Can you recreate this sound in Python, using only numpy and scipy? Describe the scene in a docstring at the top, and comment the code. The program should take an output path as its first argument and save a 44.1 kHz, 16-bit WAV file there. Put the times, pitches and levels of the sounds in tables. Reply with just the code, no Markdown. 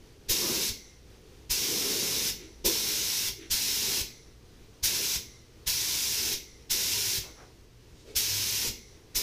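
"""In a cluttered garage, a compressed-air spray gun makes nine short passes over a hanging panel.
Each trigger pull lets stored hose pressure out as a surge of hiss that settles to a steady jet, with puffs
at start and stop; the jet roars, slaps and at times flutters on the panel: coloured noise, modes and sines.
Resonances of the air line sing on as it refills, and soft scuffs of noise fall between passes.
A low rumble and a faint hum lie underneath; sparse echoes give the room, heard in mono a few metres away."""
import sys
import numpy as np
from scipy import signal
from scipy.fft import rfft, irfft
from scipy.io import wavfile
from scipy.ndimage import uniform_filter1d

SR = 44100
rng = np.random.default_rng(int(sys.argv[2]) if len(sys.argv) > 2 else 0)


def pcm_store(signal):
    """Save signal as 16-bit PCM."""
    levels = np.round(np.clip(np.atleast_2d(signal), -1, 1) * 32767)
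    wavfile.write(sys.argv[1], SR, levels.astype(np.int16).T)


N = 406602
TIME = np.arange(N) / SR
# times and frequencies of the noise spectrogram, in frames of 1024 samples every 256
FRAME_S = np.arange(N // 256 + 5)[:, None] * 256 / SR
BIN_HZ = np.fft.rfftfreq(1024, 1 / SR)


def gain_of(db):
    """Decibels to amplitude."""
    return 10 ** (np.asarray(db) / 20)


def evened(x):
    """Scales to rms 1."""
    return x / np.sqrt(np.mean(x ** 2) + 1e-20)


def steadied(x):
    """Holds narrow noise near rms 1 over every twentieth of a second."""
    return x / np.sqrt(uniform_filter1d(x ** 2, size=2200) + 1e-6)


def read(points, hz=BIN_HZ):
    """Joins the points of a curve by straight lines on a log-frequency axis."""
    point_hz, value = np.transpose(points)
    return np.interp(np.log(hz + 1), np.log(point_hz + 1), value)


def noise(colour_db, patchy_db):
    """Noise of rms 1 with a given colour and small drifting patches of turbulence."""
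    real, imaginary, patches = rng.standard_normal((3, len(FRAME_S), len(BIN_HZ)))
    patches = uniform_filter1d(patches, size=8, axis=0)
    patches = evened(uniform_filter1d(patches, size=8, axis=1))
    spectrum = (real + 1j * imaginary) * gain_of(colour_db + patchy_db * patches)
    return evened(signal.istft(spectrum.T, nperseg=1024, noverlap=768)[1][:N])


def resonate(x, hz, width):
    """A resonance of gain 1 that can follow a moving frequency."""
    # shift the resonance down to 0 Hz, smooth there, shift back up
    turn = np.exp(2j * np.pi * np.cumsum(hz * np.ones(len(x))) / SR)
    r = np.exp(-np.pi * width / SR)
    return 2 * (turn * signal.lfilter([1 - r], [1, -r], x / turn + 1e-18)).real


def ringing(hz, width):
    """White noise through the same resonance twice, at rms 1."""
    once = resonate(rng.standard_normal(N), hz, width)
    return evened(resonate(once, hz, width))


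def swell(s, length):
    """A smooth hump of height 1 centred on s, taking length to rise and again to fall."""
    return np.cos(np.pi / 2 * np.clip((TIME - s) / length, -1, 1)) ** 2


def gust(s, rise_s):
    """A push that starts at s, peaks at 1 after rise_s and dies away."""
    u = np.maximum(TIME - s, 0) / rise_s
    return u * np.exp(1 - u)


def valve(pulled, released, opening_s=0.018, closing_s=0.011):
    """Air flow of one pass: the valve opens fast, and the air cap empties after it shuts."""
    opening = np.clip((TIME - pulled) / opening_s, 0, 1) ** 1.27
    return opening * np.exp(-np.maximum(TIME - released, 0) / closing_s)


# Colour of the garage's rumble and thin hiss. Each row: frequency in Hz, density in dB per Hz (relative).
GARAGE_COLOUR = [(15, -20), (25, -4), (55, 0), (85, -6), (120, -4), (150, -15), (330, -11.5), (450, -9),
                 (560, -22), (1300, -27), (6000, -27.5), (7500, -35), (15000, -40.5)]
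# Faint wavering hum. Each row: frequency in Hz, level in dB.
HUM_TONES = [(58, -62), (118, -66)]


def background(level_db=-54):
    """Low rumble and thin hiss drift slowly in level; narrow bands of noise make a wavering hum."""
    hum = sum(gain_of(db) * ringing(hz, width=3.3) for hz, db in HUM_TONES)
    drift_hz = np.geomspace(.7, 6, 10)
    drift_db = evened(sum(np.sin(2 * np.pi * (hz * FRAME_S + rng.random())) for hz in drift_hz))
    return gain_of(level_db) * noise(read(GARAGE_COLOUR) + drift_db, patchy_db=0.5) + hum


# The nine passes of the gun. Each row: trigger pulled in seconds, trigger released in seconds,
# steady hiss in dB, surge above it in dB, opening puff in dB, closing puff in dB.
GUN_PASSES = [(0.282, 0.696, -31, 5.5, -34, -39), (1.492, 2.304, -31, 4.5, -37, -43.5),
              (2.64, 3.288, -31, 6.5, -36.5, -40), (3.497, 4.014, -30.5, 4.5, -37.5, -39.5),
              (4.824, 5.166, -31, 6.5, -38.5, -40), (5.659, 6.346, -31, 4, -40, -45),
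              (6.693, 7.183, -30.5, 5, -38, -38), (8.148, 8.686, -31, 6, -41, -38),
              (9.143, 9.6, -34.5, 7, -38, -42)]
# Colour of the nozzle hiss. Each row: frequency in Hz, density in dB per Hz (relative).
HISS_COLOUR = [(150, -36), (700, -24), (1000, -16.5), (1230, -23.5), (1500, -14.5), (1850, -14.5),
               (2350, -8.5), (3200, -8), (3950, -4), (4500, -5.5), (5300, -0.5), (6300, -3.5), (7100, -7.5),
               (8750, -12.5), (9700, -10), (11900, -12), (13100, -9), (15300, -14)]


def jet(surge_s=0.049, shake=0.065):
    """Nozzle hiss: the pressure stored in the hose overshoots, then settles to a steady flow."""
    flow, level = np.zeros(N), np.zeros(N)
    for pulled, released, hiss_db, surge_db, *_ in GUN_PASSES:
        held = np.clip(TIME - pulled, 0, released - pulled)
        stored = np.exp(-(held / surge_s) ** 4)
        burst = valve(pulled, released) * gain_of(surge_db * stored)
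        flow += burst
        level += gain_of(hiss_db) * burst
    unsteady = 1 + shake * evened(uniform_filter1d(rng.standard_normal(N), size=500))
    hiss = noise(read(HISS_COLOUR) + reflections_db(), patchy_db=0.46)
    # a faster jet is brighter: the treble grows more steeply with the flow
    treble_filter = signal.butter(2, 7500, "high", fs=SR, output="sos")
    treble = signal.sosfiltfilt(treble_filter, hiss)
    hiss = hiss + treble * (flow ** 0.8 - 1)
    return level * unsteady * hiss


def reflections_db(strength=0.085, count=6):
    """Floor, door and panel echoes comb the hiss; the combs slide as the gun sweeps to and fro."""
    ends = np.array(GUN_PASSES)[:, :2].ravel()
    # the gun crosses from one side to the other during a pass and waits there for the next
    place = np.interp(FRAME_S, ends, np.resize([-1, 1, 1, -1], len(ends)))
    total = 1
    for near, slide in rng.random((count, 2)):
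        delay_s = .0015 + .007 * near + 0.00096 * (2 * slide - 1) * place
        total = total + strength * np.exp(-2j * np.pi * BIN_HZ * delay_s)
    return 20 * np.log10(abs(total) + 1e-3)


# Colour of the puffs. Each row: frequency in Hz, density in dB per Hz (relative).
PUFF_COLOUR = [(20, 6.5), (40, 4.5), (60, 6), (90, -9), (150, -12), (250, -25), (600, -37), (2000, -97)]


def puffs(open_s=0.015, shut_s=0.015):
    """Every start and stop of the air flow gives the room a low push."""
    push = np.zeros(N)
    for pulled, released, _, _, opening_db, closing_db in GUN_PASSES:
        push += gain_of(opening_db) * gust(pulled, open_s)
        push += gain_of(closing_db) * gust(released - .016, shut_s)
    return push * steadied(noise(read(PUFF_COLOUR), patchy_db=0.5))


# Colour of the roar on the panel. Each row: frequency in Hz, density in dB per Hz (relative).
ROAR_COLOUR = [(60, -25), (110, -20), (165, -11), (195, -13), (225, 0), (265, -15), (318, 1), (347, -7),
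               (381, 1), (420, -7), (470, -6), (600, -20), (950, -17), (1500, -23), (4000, -54)]
# The jet sweeps across the panel. Each row: squarely on it in seconds,
# time to swell and again to fade in seconds, roar in dB.
PANEL_CROSSINGS = [(0.48, 0.2, -39), (1.82, 0.34, -44.5), (2.11, 0.23, -46.5), (2.8, 0.3, -53.5),
                   (3.9, 0.17, -48), (4.97, 0.13, -50), (6.28, 0.12, -52.5), (6.8, 0.14, -59),
                   (8.65, 0.037, -45.5), (9.2, 0.17, -52)]


def panel(grazing_db=-54):
    """The jet breaks on the panel with a hollow roar that swells each time it sweeps across."""
    flow = sum(valve(pulled, released, opening_s=0.02, closing_s=0.025)
               for pulled, released, *_ in GUN_PASSES)
    # between crossings only the edge of the fan of spray touches the panel
    contact = gain_of(grazing_db) + sum(gain_of(db) * swell(s, length) for s, length, db in PANEL_CROSSINGS)
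    return contact * flow * noise(read(ROAR_COLOUR), patchy_db=1.0)


def eddies(level_db=-54, hz=95, width=90):
    """Low eddies trail the air stream, a broad resonance of noise that follows the flow."""
    flow = sum(valve(pulled, released, opening_s=0.096, closing_s=0.022)
               for pulled, released, *_ in GUN_PASSES)
    return gain_of(level_db) * flow * ringing(hz, width)


# Resonances of the air line as it refills. Each row: frequency in Hz, width in Hz, relative level in dB.
LINE_RESONANCES = [(2200, 260, -6.5), (4200, 1400, -5), (6100, 1000, 0), (7900, 800, -14),
                   (10600, 1000, -13)]


def air_line(level_db=-47, refill_s=.16, full_s=.37, sink_per_s=.25):
    """Air keeps running into the hose after release; its resonances sink and fade as it fills."""
    flow, since = np.zeros(N), np.zeros(N)
    for pulled, released, *_ in GUN_PASSES:
        unfilled = np.exp(-(np.maximum(TIME - released, 0) / full_s) ** 4)
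        flow += valve(pulled, released, opening_s=0.075, closing_s=refill_s) * unfilled
        # seconds since the latest release, at most half a second
        since = np.where(TIME > pulled, np.clip(TIME - released, 0, .5), since)
    sink = 1 - sink_per_s * since
    tones = sum(gain_of(db) * ringing(hz * sink, width) for hz, width, db in LINE_RESONANCES)
    return gain_of(level_db) * flow * evened(tones)


# The jet slaps the panel as it starts at close range. Each row: start in seconds, level in dB.
PANEL_SLAPS = [(0.287, -40), (2.642, -30)]
# Modes of the panel. Each row: frequency in Hz, width in Hz, relative level in dB.
PANEL_MODES = [(205, 49, -8.5), (338, 41, 0), (376, 25, -2), (482, 130, -2.5), (950, 200, -10)]


def slaps(rise_s=0.025):
    """A sudden gust on the panel sets its low modes booming for a moment."""
    boom = sum(gain_of(db) * ringing(hz, width) for hz, width, db in PANEL_MODES)
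    return steadied(boom) * sum(gain_of(db) * gust(s, rise_s) for s, db in PANEL_SLAPS)


# Soft scuffs of hose, shoes and clothes between passes. Each row: centre of the rub in seconds,
# centre frequency in Hz, width in octaves, level in dB.
SOFT_SCUFFS = [(2.425, 350, .35, -50), (2.425, 2500, 1, -56), (3.41, 350, .35, -51), (3.43, 2400, .8, -54),
               (7.27, 600, 1.3, -55), (7.41, 800, 1.3, -54), (8.0, 4500, .8, -62), (8.09, 400, .6, -53),
               (8.1, 3000, 1.3, -57)]


def scuffs():
    """Short soft rubs, each a hump of noise around its own centre frequency."""
    hz, out = np.fft.rfftfreq(SR, 1 / SR) + 1, np.zeros(N)
    for s, centre, octaves, db in SOFT_SCUFFS:
        colour = 1 / (1 + (np.log2(hz / centre) / octaves) ** 4)
        rub = evened(irfft(rfft(rng.standard_normal(SR)) * colour))
        out += gain_of(db) * swell(s, .07) * np.resize(rub, N)
    return out


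# Flutters at the panel's edge. Each row: centre in seconds, time to swell and again to fade in seconds,
# pitch in Hz, level of the peak in dB.
EDGE_FLUTTERS = [(6.97, 0.11, 97, -46), (7.08, 0.044, 102, -42), (8.37, 0.13, 100.4, -41.5),
                 (8.53, 0.15, 102, -47)]


def flutters():
    """The air stream locks into a flutter at the panel's edge: a low sine that swells and fades."""
    out = np.zeros(N)
    for s, length, pitch, db in EDGE_FLUTTERS:
        out += gain_of(db) * swell(s, length) * np.sin(2 * np.pi * (pitch * TIME + rng.random()))
    return out


# Reverberation of the garage. Each row: frequency in Hz, time to die by 60 dB in seconds.
ROOM_DECAY = [(100, 0.58), (400, 0.51), (1200, 0.24), (3000, 0.33), (6000, 0.3), (9000, 0.22),
              (14000, 0.29)]


def room_tail():
    """Sparse echoes of random sign, each band dying at its own speed."""
    at = np.arange(350, SR - 20, 20)
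    taps = np.zeros(SR)
    taps[at + rng.integers(0, 20, len(at))] = rng.choice([-1., 1.], len(at))
    hz, t, bands = signal.stft(taps, nperseg=256, fs=SR)
    decay_db = -60 * t / read(ROOM_DECAY, hz)[:, None]
    tail = signal.istft(bands * gain_of(decay_db), nperseg=256)[1]
    return tail / np.linalg.norm(tail)


def reverberate(x, turn_hz=1.117, count=4):
    """Several sets of room echoes fade into one another in turn, so the room's colour keeps shifting."""
    wet = np.zeros(N)
    for k in range(count):
        # the squares of the shares add up to 1 at all times
        share = np.cos(np.pi * (turn_hz * TIME + k / count)) / np.sqrt(count / 2)
        wet += signal.fftconvolve(x * share, room_tail())[:N]
    return wet


def scene(room_db=-4):
    """The gun and its hose in the garage, alike in both channels."""
    near = jet() + panel() + scuffs()
    mono = near + gain_of(room_db) * reverberate(near)
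    mono += background() + puffs() + slaps() + eddies() + flutters() + air_line()
    return np.array([mono, mono])


def record(dry, edge_hz=15400):
    """A steep low-pass limits the band at its upper edge."""
    low_pass = signal.firwin(1023, edge_hz, window=("kaiser", 8), fs=SR)
    return signal.oaconvolve(dry, low_pass[None], "same", axes=1)


dry = scene()
out = record(dry)
pcm_store(out)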